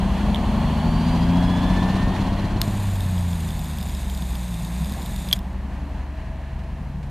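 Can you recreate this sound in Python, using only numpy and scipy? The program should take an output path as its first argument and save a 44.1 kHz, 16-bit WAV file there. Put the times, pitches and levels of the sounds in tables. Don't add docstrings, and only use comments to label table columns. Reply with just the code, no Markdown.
import sys
import numpy as np
from scipy.fft import rfft, irfft, next_fast_len
from scipy.io import wavfile
from scipy.ndimage import uniform_filter1d, map_coordinates

SR = 44100
rng = np.random.default_rng(int(sys.argv[2]) if len(sys.argv) > 2 else 0)


def generate_wav(sig):
    pcm = np.round(np.clip(np.atleast_2d(sig).T, -1, 1) * 32767).astype(np.int16)
    wavfile.write(sys.argv[1], SR, pcm)


N = 313110

# t/s, f/Hz
FIRING_RATE = [(0.0, 64.06), (0.6, 74.63), (1.4, 87.64), (2.7, 103.44), (3.5, 79.76), (4.15, 65.0),
               (4.45, 60.25), (4.65, 54.21), (4.93, 70.12), (5.25, 62.5), (5.5, 65.63), (6.5, 69.96),
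               (7.1, 71.44)]
CYLINDER_BIAS = [-0.17, 0.85, -0.36, 0.69, 0.35, -0.61]
# t/s, share/1
PUFF_SCATTER = [(0, 0.37), (1.5, 0.41), (2.0, 0.72), (4.6, 0.65), (5.5, 0.31)]
# t/s, amount/1
CHUG = [(0, 0), (1.6, 0.08), (1.95, 0.08), (2.6, 0.09), (3.0, 0), (7.1, 0)]
# t/s, level/dB
FIRING_TONE = [(0, -26), (.55, -29.5), (1.35, -26.5), (2.0, -31), (2.62, -29.5), (2.85, -23), (3.3, -24.8),
               (3.58, -33), (3.85, -31), (4.33, -26), (4.65, -34), (4.8, -25.5), (4.95, -31), (5.8, -31.5),
               (7.1, -35)]
OVERTONE_ORDERS = [2, 8 / 3, 3]
OVERTONE_DB = [-21.5, -27.5, -21]
# f/Hz, gain/dB
SILENCER = [(120, -11.5), (138, -18), (150, -5.5), (175, 0), (193, -5.5), (206, -7.5), (235, -7.5),
            (262, -6), (280, -21.5), (310, -14)]
# f/Hz, gain/dB
THROB_BAND = [(10, -53), (22, -9), (33, 2.5), (45, 11.5), (60, 3), (85, -2), (125, 0), (155, -25),
              (300, -59), (2000, -110)]
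# f/Hz, gain/dB
BOOM_BAND = [(60, -68.5), (115, -6.5), (150, 0.5), (180, 5), (205, -0.5), (235, -12), (400, -53),
             (2000, -110)]
# f/Hz, gain/dB
DRONE_BAND = [(120, -50), (190, -21), (220, -1), (255, 0.5), (290, -9), (350, -10), (450, -17), (900, -62),
              (3000, -110)]
# t/s, level/dB
ROAR_LEVEL = [(0, -32.5), (.5, -31), (1.0, -31.5), (1.8, -30), (2.5, -34), (2.95, -40), (3.6, -42),
              (4.6, -44.5), (4.95, -41), (5.5, -45.3), (6.0, -44), (6.5, -46), (7.1, -49)]
# f/Hz, gain/dB
BLOCK_RESPONSE = [(150, -28), (280, 0.5), (350, -1), (420, -6), (510, -4), (580, 1), (690, 2.5), (770, 1),
                  (860, 2.5), (1050, 0.5), (1170, -5), (1400, -16), (2200, -40.5)]
# f/Hz, level/dB
CLATTER_NEAR = [(900, -24), (1400, 2), (1750, 3), (2100, -0.5), (2800, 0.5), (3350, 0), (3800, -7.5),
                (4200, -3), (5200, -15), (6500, -13.5), (8000, -18), (11000, -20), (12500, -24.5),
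                (14000, -32)]
# f/Hz, level/dB
CLATTER_FAR = [(900, -29), (1400, -1.5), (1750, 5), (2100, -0.5), (2800, -3.5), (3600, -15), (4100, -9),
               (4800, -18), (6300, -19), (9000, -27), (14000, -34)]
# t/s, far share/1
DISTANCE = [(0, 0), (2.0, 0.14), (4.5, 0.75), (7.1, 0.86)]
# f/Hz, level/dB
INJECTOR_SPECTRUM = [(2500, -26), (4100, 12), (5000, 0), (6500, -1), (8000, -10), (14000, -23)]
# f/Hz, width/Hz, full-load level/dB
GEAR_CASE_MODES = [(1772, 166, -42), (3370, 350, -45.5), (4580, 490, -48.5)]
# f/Hz, level/dB
TRAFFIC_SPECTRUM = [(15, -44), (40, 8), (100, -11.5), (200, -2), (400, -18), (800, -20.5), (1500, -27),
                    (5000, -41), (14000, -50)]
# t/s, ring level/dB, f/Hz, mode split/Hz, t60/s, crack level/dB
LEVER_CONTACTS = [(0.346, -9.5, 3330, 500, 0.0065, -33.5), (.3590, -14.5, 3300, 420, .007, -38),
                  (2.6155, -12, 3910, 680, 0.014, -12.5), (5.313, -9.5, 3240, 350, 0.0054, -39),
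                  (5.3279, 0, 3300, 195, 0.027, -10), (5.333, -30, 3300, 200, .008, -23),
                  (5.334, -33, 3300, 200, .008, -23)]
# f/Hz, level/dB
CRACK_SPECTRUM = [(800, -11), (2300, -5), (4500, 0.5), (6300, -2.5), (7600, -13), (8800, -5), (11000, -5),
                  (13200, -1.5), (14500, -53)]
# f/Hz, level/dB, t60/s
TAILPIPE_MODES = [(46, -21, 0.072), (123, 1.5, 0.06), (212, -3, 0.08), (259, -17, 0.07)]
# t/s, level/dB
PANEL_KNOCKS = [(2.161, -32), (6.592, -47), (6.635, -52), (7.029, -45)]
# f/Hz, level/dB
PANEL_SPECTRUM = [(500, -20), (900, 9), (2000, 0), (4000, -4), (8000, -15), (14000, -27)]
# f/Hz, level/dB
LENS_SPECTRUM = [(700, -9.5), (1700, -3), (2500, 1), (3100, -6.5), (3600, 5.5), (4400, -3), (5000, -3),
                 (5450, -9), (6900, -2), (7500, -4.5), (8600, 1), (9900, -7.5), (11000, -4), (12300, -7),
                 (13200, -4.5), (14300, -10)]
# t/s, level/dB
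LENS_TICKS = [(2.6149, -21.5), (3.3306, -32), (3.5918, -31), (3.6436, -32.5), (3.7847, -31), (3.8267, -34),
              (3.9482, -31.5), (4.148, -31.5), (4.2213, -32), (4.353, -32.5), (5.0195, -31.5),
              (5.2869, -29), (5.3894, -34)]
# f/Hz, level/dB, t60/s
LENS_GEAR_MODES = [(3570, 7.5, 0.006), (4930, -1, 0.0096), (8700, 0, 0.0035), (11300, 5, 0.0023),
                   (13300, 7, 0.0036)]
HUM_ORDERS = [9.33, 4.27, 7 / 3, 2]
# t/s, spread/s, level/dB
HUM_SWELLS = [(6.38, 0.54, -52.5), (5.95, 0.41, -48.5), (7.8, .55, -38), (7.1, 0.65, -37)]
# f/Hz, left minus right/dB, left lead/rad, diffuse share/dB
MIC_PORTS = [(40, 0.9, .06, -29), (200, 1.43, -0.021, -27), (800, 1.1, -0.26, -31),
             (2080, -0.1, -0.036, -13.5), (4000, -5, -0.19, -11.5), (9050, -2, .1, -7)]
# t/s, width/1
STEREO_WIDTH = [(2.585, 1), (2.6, 0), (5.53, 0), (5.55, 1)]

CYLINDERS = len(CYLINDER_BIAS)
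FULL_LOAD_DB = -31.5
TIME_S = np.arange(N) / SR


def amp(db):
    return 10 ** (np.asarray(db) / 20)


def unit(x):
    return x / np.sqrt(np.mean(x ** 2) + 1e-20)


def curve(rows):
    return np.interp(TIME_S, *np.transpose(rows))


def along(hz, values, at_hz):
    return np.interp(np.log(at_hz + 1), np.log(hz), values)


def wobble(rate_hz):
    return map_coordinates(rng.standard_normal(int(N * rate_hz / SR) + 4), [TIME_S * rate_hz])


def swell(at_s, spread_s):
    return np.exp(-((TIME_S - at_s) / spread_s) ** 2)


def gate(on_s, off_s, ramp_s=0.02):
    return np.clip(1 + np.minimum(TIME_S - on_s, off_s - TIME_S) / ramp_s, 0, 1) ** 2


def coloured(x, response):
    size = 2 * next_fast_len(N // 2 + SR // 4)
    gain = amp(along(*np.transpose(response), np.fft.rfftfreq(size, 1 / SR)))
    cepstrum = irfft(np.log(gain))
    cepstrum[1:size // 2] *= 2
    cepstrum[size // 2 + 1:] = 0
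    return irfft(rfft(x, size) * np.exp(rfft(cepstrum)))[..., :N]


def noise(spectrum):
    return unit(coloured(rng.standard_normal(N), spectrum))


def add(track, at_s, sound):
    part = track[round(at_s * SR):][:len(sound)]
    part += sound[:len(part)]


def follow_db(db_per_db):
    return db_per_db * (curve(ROAR_LEVEL) - FULL_LOAD_DB)


def shelter_db():
    return -7 * swell(6.29, 0.47)


def engine_cycle(firings):
    return np.cos(2 * np.pi * (firings / CYLINDERS - 0.3))


def exhaust_tones(firings):
    levels_db = [curve(FIRING_TONE)]
    for order, db in zip(OVERTONE_ORDERS, OVERTONE_DB):
        hz = order * curve(FIRING_RATE)
        load_db = follow_db(0.94 * (hz / 172.6) ** 1.62)
        levels_db.append(db + along(*np.transpose(SILENCER), hz) + load_db + shelter_db())
    tones = np.zeros(N)
    for order, db in zip([1] + OVERTONE_ORDERS, levels_db):
        peak = np.sqrt(2) * amp(db + 0.7 * order * wobble(12))
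        tones -= peak * np.cos(2 * np.pi * order * (firings - 0.5) + 0.18 * order * wobble(11))
    lope = 1 + (0.13 + 0.5 * curve(CHUG)) * engine_cycle(firings)
    return lope * tones


def exhaust_throb(firings):
    openings = np.flatnonzero(np.diff(np.floor(firings + 0.671)))
    bias = np.resize(CYLINDER_BIAS, len(openings))
    thump = 3.3 * curve(CHUG)[openings] * (bias == max(CYLINDER_BIAS))
    scatter = curve(PUFF_SCATTER)[openings]

    def pipe(response):
        puffs = np.zeros(N)
        puffs[openings] = -bias - thump + scatter * rng.standard_normal(len(openings))
        band = coloured(puffs, response)
        running_rms = np.sqrt(np.abs(uniform_filter1d(band ** 2, size=SR // 3)) + 1e-20)
        return band / running_rms

    gear_change_db = -5.5 * swell(4.64, 0.35)
    throttle_blip_db = 6.5 * swell(4.8, 0.089)
    throb = amp(-25 + follow_db(0.6) + gear_change_db) * pipe(THROB_BAND)
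    boom = amp(-29.5 + follow_db(0.59) + throttle_blip_db + shelter_db()) * pipe(BOOM_BAND)
    drone = amp(-33.5 + follow_db(1.17)) * pipe(DRONE_BAND)
    return throb + boom + drone


def block(firings):
    chug, far = curve(CHUG), curve(DISTANCE)
    cycle, knock = engine_cycle(firings), np.cos(2 * np.pi * firings)
    cycle_noise = rng.standard_normal(4096)
    position = firings / CYLINDERS % 1 * len(cycle_noise)
    recurring = map_coordinates(cycle_noise, [position], mode="grid-wrap")
    shake = coloured(rng.standard_normal(N) + 0.7 * recurring, BLOCK_RESPONSE)
    roar = unit(shake * (1 + 1.3 * chug * cycle + 0.097 * knock))
    roar *= amp(curve(ROAR_LEVEL) + 0.63 * wobble(12))
    clatter = np.sqrt(1 - far) * noise(CLATTER_NEAR) + np.sqrt(far) * noise(CLATTER_FAR)
    clatter = unit(clatter * (1 + 0.035 * cycle + 0.034 * knock))
    spit = amp(16) * chug * ((1 + cycle) / 2) ** 2 * noise(INJECTOR_SPECTRUM)
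    return roar + (clatter + spit) * amp(-40 + follow_db(0.82) + 0.72 * wobble(12))


def timing_gear(firings, teeth_per_firing=19):
    mesh_hz = teeth_per_firing * curve(FIRING_RATE)
    whine = np.zeros(N)
    for k, (hz, width_hz, db) in enumerate(GEAR_CASE_MODES, 1):
        peak = np.sqrt(2) * amp(db + follow_db(1.8) + 2.6 * wobble(39.86))
        resonance = 1 / (1 + (2 * (k * mesh_hz - hz) / width_hz) ** 2)
        phase = 2 * np.pi * k * teeth_per_firing * firings + 0.45 * k * wobble(110)
        whine += peak * resonance * np.sin(phase)
    return whine


def traffic():
    return amp(-42.5 + 2.1 * wobble(2.94)) * noise(TRAFFIC_SPECTRUM)


def zoom_lever():
    rings, cracks, t = np.zeros(N), np.zeros(N), np.arange(SR // 25) / SR
    for at_s, ring_db, hz, split_hz, t60_s, crack_db in LEVER_CONTACTS:
        pair = np.sin(np.pi * split_hz * t) * np.sin(2 * np.pi * hz * t)
        lower = 0.14 * np.sin(2 * np.pi * 0.716 * hz * t) * amp(-60 * t / 0.048)
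        add(rings, at_s, amp(ring_db - 60 * t / t60_s) * (pair + lower))
        add(cracks, at_s, amp(crack_db - 60 * t / 0.011) * (1 - np.exp(-t / 0.0001)))
    return rings + cracks * noise(CRACK_SPECTRUM)


def tailpipe_thumps(firings, start_s=1.82, end_s=2.77, strong_db=-16.5, weak_db=-29):
    thumps, t = np.zeros(N), np.arange(SR // 8) / SR
    ring = sum(amp(db - 60 * t / t60_s) * np.sin(2 * np.pi * hz * t) for hz, db, t60_s in TAILPIPE_MODES)
    ring *= 1 - np.exp(-t / 0.00051)
    first, last = np.interp([start_s, end_s], TIME_S, firings)
    for k, at_s in enumerate(np.interp(np.arange(first, last, CYLINDERS), firings, TIME_S)):
        add(thumps, at_s, -amp(weak_db if k % 2 else strong_db) * ring)
    return thumps


def panels(t60_s=0.087):
    envelope, t = np.zeros(N), np.arange(SR // 8) / SR
    for at_s, db in PANEL_KNOCKS:
        add(envelope, at_s, amp(db - 60 * t / t60_s))
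    return envelope * noise(PANEL_SPECTRUM)


def lens_motor(on_s=2.612, off_s=5.365, coast_s=0.17):
    screw_rad = 2 * np.pi * np.cumsum(34 + 2.27 * wobble(10)) / SR
    grip = np.tanh(wobble(20))
    chirp_hz = 6720 + 380 * grip + 170 * np.cos(screw_rad) + 110 * wobble(900)
    chirps = amp(-12.5 + 4 * grip + 7 * np.sin(screw_rad)) * np.sin(2 * np.pi * np.cumsum(chirp_hz) / SR)
    hiss = noise(LENS_SPECTRUM) * amp(1.6 * wobble(500) + 0.44 * wobble(25.37))
    drive = amp(-44) * gate(on_s, off_s) + amp(-63) * gate(off_s, off_s + coast_s)
    return drive * (hiss + chirps)


def lens_gears(soft_span_s=(2.9, 5.25)):
    ticks, t = np.zeros(N), np.arange(SR // 50) / SR
    soft = [(at_s, rng.normal(-33.5, 1.5)) for at_s in rng.uniform(*soft_span_s, size=22)]
    for at_s, db in LENS_TICKS + soft:
        ring = np.zeros(len(t))
        for hz, mode_db, t60_s in LENS_GEAR_MODES:
            decay = amp(mode_db + rng.normal(0, 1.7) - 60 * t / t60_s)
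            ring += decay * np.sin(2 * np.pi * hz * rng.normal(1, 0.033) * t)
        snap = 0.5 * amp(-60 * t / 0.0055) * rng.standard_normal(len(t))
        add(ticks, at_s + 0.00103, amp(db) * (ring + snap) * (1 - np.exp(-t / 0.00033)))
    return ticks


def far_hums(firings):
    hums = np.zeros(N)
    for order, (at_s, spread_s, db) in zip(HUM_ORDERS, HUM_SWELLS):
        peak = np.sqrt(2) * swell(at_s, spread_s) * amp(db + 2.5 * wobble(14))
        hums += peak * np.sin(2 * np.pi * order * firings + 0.6 * wobble(25))
    return hums


def microphones(x, t60_s=0.28):
    size = next_fast_len(N + SR // 4)
    hz, *columns = np.transpose(MIC_PORTS)
    pan_db, lead_rad, diffuse_db = [along(hz, c, np.fft.rfftfreq(size, 1 / SR)) for c in columns]
    t = np.arange(SR // 4) / SR
    echoes = rng.standard_normal(len(t)) * amp(-60 * t / t60_s)
    direct = np.tanh((np.log(amp(pan_db)) + 1j * lead_rad) / 2)
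    side = direct + amp(diffuse_db) * rfft(echoes / np.linalg.norm(echoes), size)
    return irfft(rfft(x, size) * np.array([1 + side, 1 - side]), size)[:, :N]


def scene():
    firings = np.cumsum(curve(FIRING_RATE)) / SR
    bus = exhaust_tones(firings) + exhaust_throb(firings) + block(firings) + timing_gear(firings)
    bus += tailpipe_thumps(firings) + far_hums(firings) + panels()
    return microphones(bus + traffic() + lens_motor() + lens_gears() + zoom_lever())


def record(dry, top_hz=14300):
    mid = dry.mean(axis=0)
    folded = mid + curve(STEREO_WIDTH) * (dry - mid)
    size = next_fast_len(N + SR // 4)
    passband = np.fft.rfftfreq(size, 1 / SR) < top_hz
    return irfft(rfft(folded, size) * passband, size)[:, :N]


dry = scene()
out = record(dry)
generate_wav(out)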